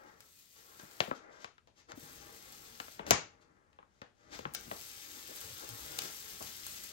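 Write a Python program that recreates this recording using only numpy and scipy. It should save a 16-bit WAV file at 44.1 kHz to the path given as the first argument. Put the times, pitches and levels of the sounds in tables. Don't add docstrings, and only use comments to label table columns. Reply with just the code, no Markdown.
import sys
import numpy as np
from scipy import signal
from scipy.fft import rfft, irfft, next_fast_len
from scipy.io import wavfile
from scipy.ndimage import map_coordinates

SR = 44100
rng = np.random.default_rng(int(sys.argv[2]) if len(sys.argv) > 2 else 0)


def output_pcm(signal):
    pcm = np.clip(np.atleast_2d(signal).T, -1, 1) * 32767
    wavfile.write(sys.argv[1], SR, np.round(pcm).astype(np.int16))


N = 305172

# (frequency [Hz], relative density [dB])
AIR_SPECTRUM = [(20, -11), (70, 5.5), (400, -7.5), (1200, -18.5), (3000, -22.5), (8000, -26.5),
                (12000, -36), (15000, -47)]
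SWAY_SPECTRUM = [(20, -27.5), (45, -9.5), (70, -5), (125, -4.5), (220, -9.5), (500, -17), (2000, -60.5)]
RUSTLE_SPECTRUM = [(100, -17), (260, -1), (450, 3), (700, -0.5), (950, -0.5), (1400, 1), (2200, -6.5),
                   (4000, -39), (10000, -50)]
SLIDE_SPECTRUM = [(700, -25.5), (2000, 1.5), (3500, 2), (5200, 1), (6700, 0.5), (8500, -10.5), (12000, -13),
                  (16000, -34)]
SHEET_SPECTRUM = [(25, -38), (80, -5), (200, -3), (400, 1), (590, 4.5), (800, 5.5), (1400, 7), (2300, 7),
                  (3000, 6.5), (4200, 3), (5200, -2), (6100, -3.5), (6850, -3.5), (8500, -16),
                  (11600, -10.5), (13500, -17), (16000, -17)]
TICK_SPECTRUM = [(150, -11.5), (600, -5), (2000, 0), (4000, -2), (7000, -3), (10000, -6), (16000, 0.5)]
# (frequency [Hz], relative density [dB])
HISS_SPECTRUM = [(150, -9), (500, -16), (1500, -4.5), (3500, -3), (6500, -1.5), (9000, 3.5), (10300, -2.5),
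                 (11700, 7.5), (13500, 0), (15300, 5)]
# (frequency [Hz], T60 [s])
ECHO_T60 = [(100, 0.38), (500, 0.27), (3000, 0.32), (7000, 0.28), (12000, 0.1), (14000, 0.061)]
# (centre [Hz], width [Hz], boost [dB])
ECHO_PEAKS = [(450, 60, 4.5), (837, 42, 2.5), (1327, 130, 3.5)]
# (frequency [Hz], excess [dB])
PORT_EXCESS = [(60, 3.5), (250, 6.5), (700, 6.5), (1500, 5.5), (2500, 6), (4500, 9.5), (6800, 12.5),
               (8800, -3), (16000, 3)]
# (frequency [Hz], lag [cycles])
PORT_LAG = [(0, 0), (700, .42), (1500, .58), (2700, .66), (8000, 2), (16000, 0)]
# (middle [s], half length [s], relative level [dB], centre [Hz], width [octaves])
FLUTTERS = [(3.085, 0.0095, -50, 290, 1), (4.468, 0.013, -54, 122, .4), (4.685, .02, -59, 111, 0.9),
            (5.169, 0.06, -67.5, 307, 0.41), (5.305, 0.014, -57.5, 395, 0.73),
            (5.51, 0.058, -63, 107, 0.22), (5.635, 0.017, -55.5, 620, 1), (5.738, 0.025, -54, 119.5, 0.082),
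            (5.84, 0.044, -68, 58, .4), (5.885, 0.023, -64, 129, .25), (6.047, 0.023, -58.5, 240, 1),
            (6.413, 0.0069, -52.5, 516, 0.71), (6.452, 0.021, -60, 93, 0.76)]
# (time [s], relative level [dB], pitch [Hz])
FLAPS = [(0.833, -36.5, 286), (1.007, -36.5, 290), (1.083, -36, 150), (1.114, -26.5, 286),
         (1.935, -46, 90.5), (1.975, -34, 310), (2.028, -44, 155), (2.998, -36, 201), (3.116, -25.5, 90),
         (4.018, -48.5, 120.2), (4.396, -35, 400), (4.46, -37.5, 215), (4.717, -32, 436)]
# (middle [s], half length [s], level [dB], crumple over rub [dB])
SWISHES = [(0.58, 0.032, -68, -2.5), (0.797, 0.0031, -55, 2), (1.165, 0.015, -63.5, -18),
           (1.343, 0.031, -72, -12), (1.43, 0.031, -64, -9), (1.792, 0.025, -68.5, -1.5),
           (1.905, 0.016, -62.5, 8.5), (3.092, 0.021, -55, 0.5), (3.421, 0.012, -74.5, -12),
           (3.97, 0.064, -84.5, -1.5), (4.24, 0.067, -77.5, 3), (4.341, 0.022, -53, -1),
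           (4.55, 0.0036, -43, -10), (6.041, 0.023, -55, 2)]
# (start [s], end [s], relative level [dB], growth [dB], sway over rustle [dB])
MOVES = [(-0.05, 0.263, -53, -22.5, -14), (0.546, 1.436, -68, 4.5, -16.5), (1.903, 2.997, -62, -7, -3),
         (2.95, 3.151, -67, 17.5, 0), (3.208, 3.978, -69.5, -14.5, -5), (4.215, 4.8, -62, -6.5, 0),
         (4.75, 6.073, -71, 13, -6.5), (6.054, 6.92, -65.5, -3, -2)]
# (time [s], level [dB], body [dB], edge [dB],
# crispness [dB], room send [dB], travel at 1 kHz [s], ring [Hz], left over right [dB])
BUCKLES = [(1.0037, -27, -10.5, -11, -3, -11.5, .0016, 730, 1),
           (1.068, -46.5, -6, -43, -42, -17, .008, 520, 0),
           (1.1104, -29.5, -13.5, -33.5, -29, -13, .003, 1300, 1),
           (1.444, -42, -14.5, -16, -5, -10.5, .0016, 1190, 1),
           (1.58, -56.5, -26, -17, -13, -12.5, .0025, 1400, 0),
           (1.673, -68.5, -4, -12, 4, 0, .0011, 910, -1), (1.918, -41, -21, -25, -3.5, -26, .0021, 1300, 1),
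           (2.8, -37.5, -16, -18, -0.5, -10.5, .0022, 1420, .5),
           (2.8823, -51.5, -12, -22, -18, -17, .00092, 1400, 2.5),
           (2.992, -37.5, -10.5, -20, -33, -9, .0035, 820, 0.5),
           (3.0656, -45.5, -11, -13.5, 5.5, -4.5, .0011, 800, -1.5),
           (3.108, -19.5, -15, -18.5, 9.5, -5, .0007, 2330, -2.5),
           (3.107, -27, -9.5, -27, -26, -16, .004, 593, 4.5),
           (3.1128, -27, -11.5, -15, -4, -5.5, .001, 1000, -2.5),
           (3.73, -68.5, -27, -15.5, -2, -5.5, .00077, 2500, 3),
           (3.786, -52.5, -12, -22, -37, -7, .003, 1100, -2),
           (3.827, -51.5, -19.5, -40, -39, -14.5, .002, 1100, 0.5),
           (4.016, -44.5, -11, -19.5, -7.5, -7.5, .0022, 1680, -1),
           (4.39, -44.5, -8, -19, 1.5, -19, .0022, 520, 1),
           (4.4517, -33, -16.5, -23, -39, -12, .003, 1060, 0),
           (4.7122, -37.5, -5.5, -18.5, -18, -11, 0.00259, 1140, -0.5),
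           (5.9892, -45.5, -12, -3, 15, -7.5, .001, 2600, -1.5),
           (6.403, -44.5, -8, -46, -39, -6, .0062, 520, -0.5)]
# (time [s], level [dB], sparkle [dB])
TICKS = [(0.2058, -42, -21), (0.913, -43, -26), (3.0885, -42, -25), (3.1083, -17.5, -17.5),
         (4.538, -41.5, -9), (4.543, -44, -6), (4.5485, -29.5, -14), (4.5498, -27.5, -18),
         (4.553, -39, -22), (4.611, -48, -9), (5.419, -41, -30), (5.6907, -38.5, -10.5), (5.986, -35, -14),
         (5.9887, -26, -15), (6.0203, -28, -24), (6.0572, -38, -19), (6.426, -33, -16.5),
         (6.6667, -34.5, -13), (6.842, -41.5, -8)]
# (start [s], end [s], slack take-up [s], relative level [dB], growth [dB], slide offset [dB])
PULLS = [(-0.05, 0.21, 0.017, -83.5, 0.5, 5.5), (0.182, 1.084, 0.044, -71.5, 4, -1),
         (1.944, 2.949, 0.03, -66.5, 0.5, 4), (3.067, 3.088, 0.0092, -66, 2.5, 3),
         (4.337, 4.478, 0.016, -66.5, -16, 10), (4.488, 6.905, 0.28, -58, -0.5, 3.2),
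         (6.014, 6.037, 0.014, -60, 2, -12)]


def amp(db):
    return np.exp(np.asarray(db) * (np.log(10) / 20))


def along(points, hz):
    knot_hz, values = np.transpose(points)
    return np.interp(np.log(hz + 1), np.log(knot_hz), values)


def wobble(rate_hz):
    knots = rng.standard_normal(4096)
    return np.interp(np.arange(N) * rate_hz / SR, np.arange(len(knots)), knots)


def filtered(x, response):
    size = next_fast_len(N + SR // 4, True)
    return irfft(rfft(x, size) * response(np.fft.rfftfreq(size, 1 / SR)), size)[..., :N]


def coloured(x, spectrum):
    shaped = filtered(x, lambda hz: amp(along(spectrum, hz)))
    return shaped / np.sqrt(np.mean(shaped ** 2) + 1e-20)


def pulse(level_db, size=4096):
    cepstrum = irfft(np.log(amp(level_db(np.fft.rfftfreq(size, 1 / SR)))))
    cepstrum[1:size // 2] *= 2
    cepstrum[size // 2 + 1:] = 0
    return irfft(np.exp(rfft(cepstrum)))


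def add(track, time_s, sound):
    part = track[..., round(time_s * SR):][..., :sound.shape[-1]]
    part += sound[..., :part.shape[-1]]


def pops(rate_hz, spread_db):
    impulses = (rng.random(N) < rate_hz / SR) * rng.standard_normal(N)
    return impulses * amp(spread_db * np.clip(rng.standard_normal(N), -2, 2))


def air():
    return amp(-75.5) * coloured(rng.standard_normal((2, N)) + rng.standard_normal(N), AIR_SPECTRUM)


def reverberation(x, low_hz=150, cutoff_hz=8800, onset_s=.00065):
    hz, t, bins = signal.stft(rng.standard_normal((2, SR // 2)), SR, nperseg=256)
    coherence = .92 / (1 + (hz[:, None] / 330) ** 4)
    bins[1] = coherence * bins[0] + np.sqrt(1 - coherence ** 2) * bins[1]
    decay = amp(-60 * t / along(ECHO_T60, hz)[:, None])
    tail = signal.istft(bins * decay * (1 - np.exp(-t / onset_s)), SR, nperseg=256)[1]

    def colour(f):
        peaks_db = sum(db / (1 + (2 * (f - centre) / width) ** 2) for centre, width, db in ECHO_PEAKS)
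        highpass = 1j * f / (low_hz + 1j * f)
        return amp(peaks_db) * highpass / np.sqrt(1 + (f / cutoff_hz) ** 10)

    return signal.fftconvolve(filtered(x, colour)[None], tail / np.linalg.norm(tail[0]), axes=1)[:, :N]


def direct(x, panel_db, off_axis=1, bounce_s=.0037):
    lag = lambda cycles: np.exp(-2j * np.pi * cycles)
    bounce = lambda hz: 1 + amp(panel_db) * lag(hz * bounce_s) / (1 + 1j * hz / 7000)
    right = lambda hz: lag(off_axis * np.interp(hz, *np.transpose(PORT_LAG)))
    return filtered(x, lambda hz: bounce(hz) * np.array([np.ones(len(hz)), right(hz)]))


def garage(x, panel_db, room_db, off_axis=1):
    shift_rad = wobble(4)
    room = np.cos(shift_rad) * reverberation(x) + np.sin(shift_rad) * reverberation(x)
    return direct(x, panel_db, off_axis) + amp(room_db) * room


def flutters(size=32768):
    out, t = np.zeros(N), (np.arange(size) - size // 2) / SR
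    for middle_s, half_s, db, centre_hz, width_oct in FLUTTERS:
        octaves = np.log2((np.fft.rfftfreq(size, 1 / SR) + 1) / centre_hz)
        band = np.exp(-(octaves / width_oct) ** 2 / 2)
        swell = np.exp(-(t / half_s) ** 2 / 2)
        shudder = swell * irfft(rfft(rng.standard_normal(size)) * band)
        shudder *= np.linalg.norm(swell) / np.linalg.norm(shudder)
        add(out, middle_s + t[0], amp(db + 3.5) * shudder)
    return out


def flaps(attack_s=.0033, decay_cycles=1.25, overtone_db=-7.5):
    out, t = np.zeros(N), np.arange(SR // 6) / SR
    for time_s, db, hz in FLAPS:
        stretch = np.array([map_coordinates(rng.standard_normal(128), [hz * t]) for _ in range(2)])
        fold_rad, crease_rad = 2 * np.pi * np.cumsum(hz * np.exp(.3 * stretch), axis=1) / SR
        swing = np.sin(fold_rad) + amp(overtone_db) * np.sin(1.8 * crease_rad)
        envelope = (1 - np.exp(-t / attack_s)) * np.exp(-hz * t / decay_cycles)
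        add(out, time_s, amp(db + 1) * swing * envelope)
    return filtered(out, lambda hz: (1j * hz / (45 + 1j * hz)) ** 2)


def swishes():
    out, t = np.zeros(N), np.arange(N) / SR
    rub = coloured(pops(rate_hz=4300, spread_db=.5), SLIDE_SPECTRUM)
    crumple = coloured(pops(rate_hz=2200, spread_db=2), RUSTLE_SPECTRUM)
    for middle_s, half_s, db, crumple_db in SWISHES:
        swell = 1 / (1 + ((t - middle_s) / half_s) ** 4)
        out += amp(db) * (rub + amp(crumple_db) * crumple) * swell
    return out


def stroke(start_s, end_s, db, growth_db, attack_s, release_s):
    t = np.arange(N) / SR
    rise = 1 - np.exp(-np.maximum(t - start_s, 0) / attack_s)
    fall = np.exp(-np.maximum(t - end_s, 0) / release_s)
    return amp(db + np.interp(t, [start_s, end_s], [0, growth_db])) * rise * fall


def move_gains():
    motion, swing = np.zeros((2, N))
    for start_s, end_s, db, growth_db, sway_db in MOVES:
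        move = stroke(start_s, end_s, db, growth_db, attack_s=.087, release_s=.03)
        motion += move
        swing += amp(sway_db) * move
    return motion, swing


def pull_gains():
    glue, drag = np.zeros((2, N))
    for start_s, end_s, take_up_s, db, growth_db, slide_db in PULLS:
        pull = stroke(start_s, end_s, db, growth_db, attack_s=take_up_s, release_s=.027)
        glue += pull
        drag += amp(slide_db) * pull
    return glue, drag


def handling():
    _, drag = pull_gains()
    motion, swing = move_gains()
    slide = coloured(pops(rate_hz=5900, spread_db=7.5), SLIDE_SPECTRUM)
    slide *= (drag + amp(-13.5) * motion) * amp(-4.5 + wobble(43))
    rustle = coloured(pops(rate_hz=2500, spread_db=2), RUSTLE_SPECTRUM)
    rustle *= motion * amp(.5 + 1.2 * wobble(30))
    sway = coloured(rng.standard_normal(N), SWAY_SPECTRUM) * swing * amp(.5 + 1.4 * wobble(26))
    return slide + rustle + sway


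def ripple(t60_s, ring_db, size=4096):
    waves = rng.standard_normal(size) * amp(-60 * np.arange(size) / SR / t60_s)
    waves *= amp(ring_db) / np.linalg.norm(waves)
    waves[0] += 1
    spectrum = rfft(waves)
    waves = irfft(spectrum / np.sqrt(np.abs(spectrum)))[:size // 2]
    return waves / np.linalg.norm(waves)


def dispersed(x, travel_s, size=8192):
    hz = np.fft.rfftfreq(size, 1 / SR)
    phase_rad = 4 * np.pi * travel_s * np.sqrt(1000 * hz)
    return irfft(rfft(x, size) * np.exp(-1j * phase_rad))[:size // 2]


def buckles(hollow_db=4.5, width_oct=.2, rebound_db=-16, rebound_s=.0016):
    cracks, waves, room = np.zeros((3, 2, N))
    for time_s, db, body_db, edge_db, crisp_db, room_db, travel_s, ring_hz, pan_db in BUCKLES:
        tilt = [(600, body_db + 18), (1300, 0), (3400, edge_db + 12),
                (6500, crisp_db - .5), (13000, crisp_db - 4.5)]
        hollow = lambda hz: hollow_db / (1 + (np.log2((hz + 1) / ring_hz) / width_oct) ** 2)
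        flip = amp(db + 25.5) * pulse(lambda hz: along(SHEET_SPECTRUM, hz) + along(tilt, hz) + hollow(hz))
        crack = dispersed(flip, travel_s)
        add(crack, rebound_s, amp(rebound_db) * dispersed(flip, 1.7 * travel_s))
        pan = amp(pan_db * np.array([[.5], [-.5]]))
        add(cracks, time_s, pan * signal.fftconvolve(crack, ripple(t60_s=.018, ring_db=0)))
        add(waves, time_s, pan * signal.fftconvolve(crack, ripple(t60_s=.078, ring_db=19.5)))
        add(room, time_s, pan * amp(room_db) * reverberation(crack))
    lingering_bass = amp(-5) * filtered(waves, lambda hz: 1 / (1 + 1j * hz / 1200))
    return direct(cracks + lingering_bass, panel_db=-20.5) + room


def ticks():
    out = np.zeros(N)
    for time_s, db, sparkle_db in TICKS:
        shelf = [(4000, .005), (11000, sparkle_db + 19)]
        click = pulse(lambda hz: along(TICK_SPECTRUM, hz) + along(shelf, hz))
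        add(out, time_s, amp(db + 16) * signal.fftconvolve(click, ripple(t60_s=.006, ring_db=6)))
    return out


def peel():
    glue, _ = pull_gains()
    crackle = coloured(pops(rate_hz=6500, spread_db=.6), HISS_SPECTRUM)
    grip_db = .7 * wobble(7) + 1.3 * wobble(25) + 1.3 * wobble(260)
    thick_threads = amp(-10.5) * coloured(pops(rate_hz=50, spread_db=6), HISS_SPECTRUM)
    return (crackle + thick_threads) * glue * amp(8.5 + grip_db)


def scene():
    return (air() + buckles()
            + garage(peel(), panel_db=-32, room_db=-.5)
            + garage(handling() + swishes(), panel_db=-7.5, room_db=-2)
            + garage(flaps() + flutters(), panel_db=-11, room_db=-15)
            + garage(ticks(), panel_db=-4.5, room_db=-4.5, off_axis=.59))


def record(dry):
    top_hz = 15900
    band = lambda hz: .5 - .5 * np.tanh((hz - top_hz) / 120)
    return filtered(dry, lambda hz: amp(np.outer([.5, -.5], along(PORT_EXCESS, hz))) * band(hz))


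dry = scene()
out = record(dry)
output_pcm(out)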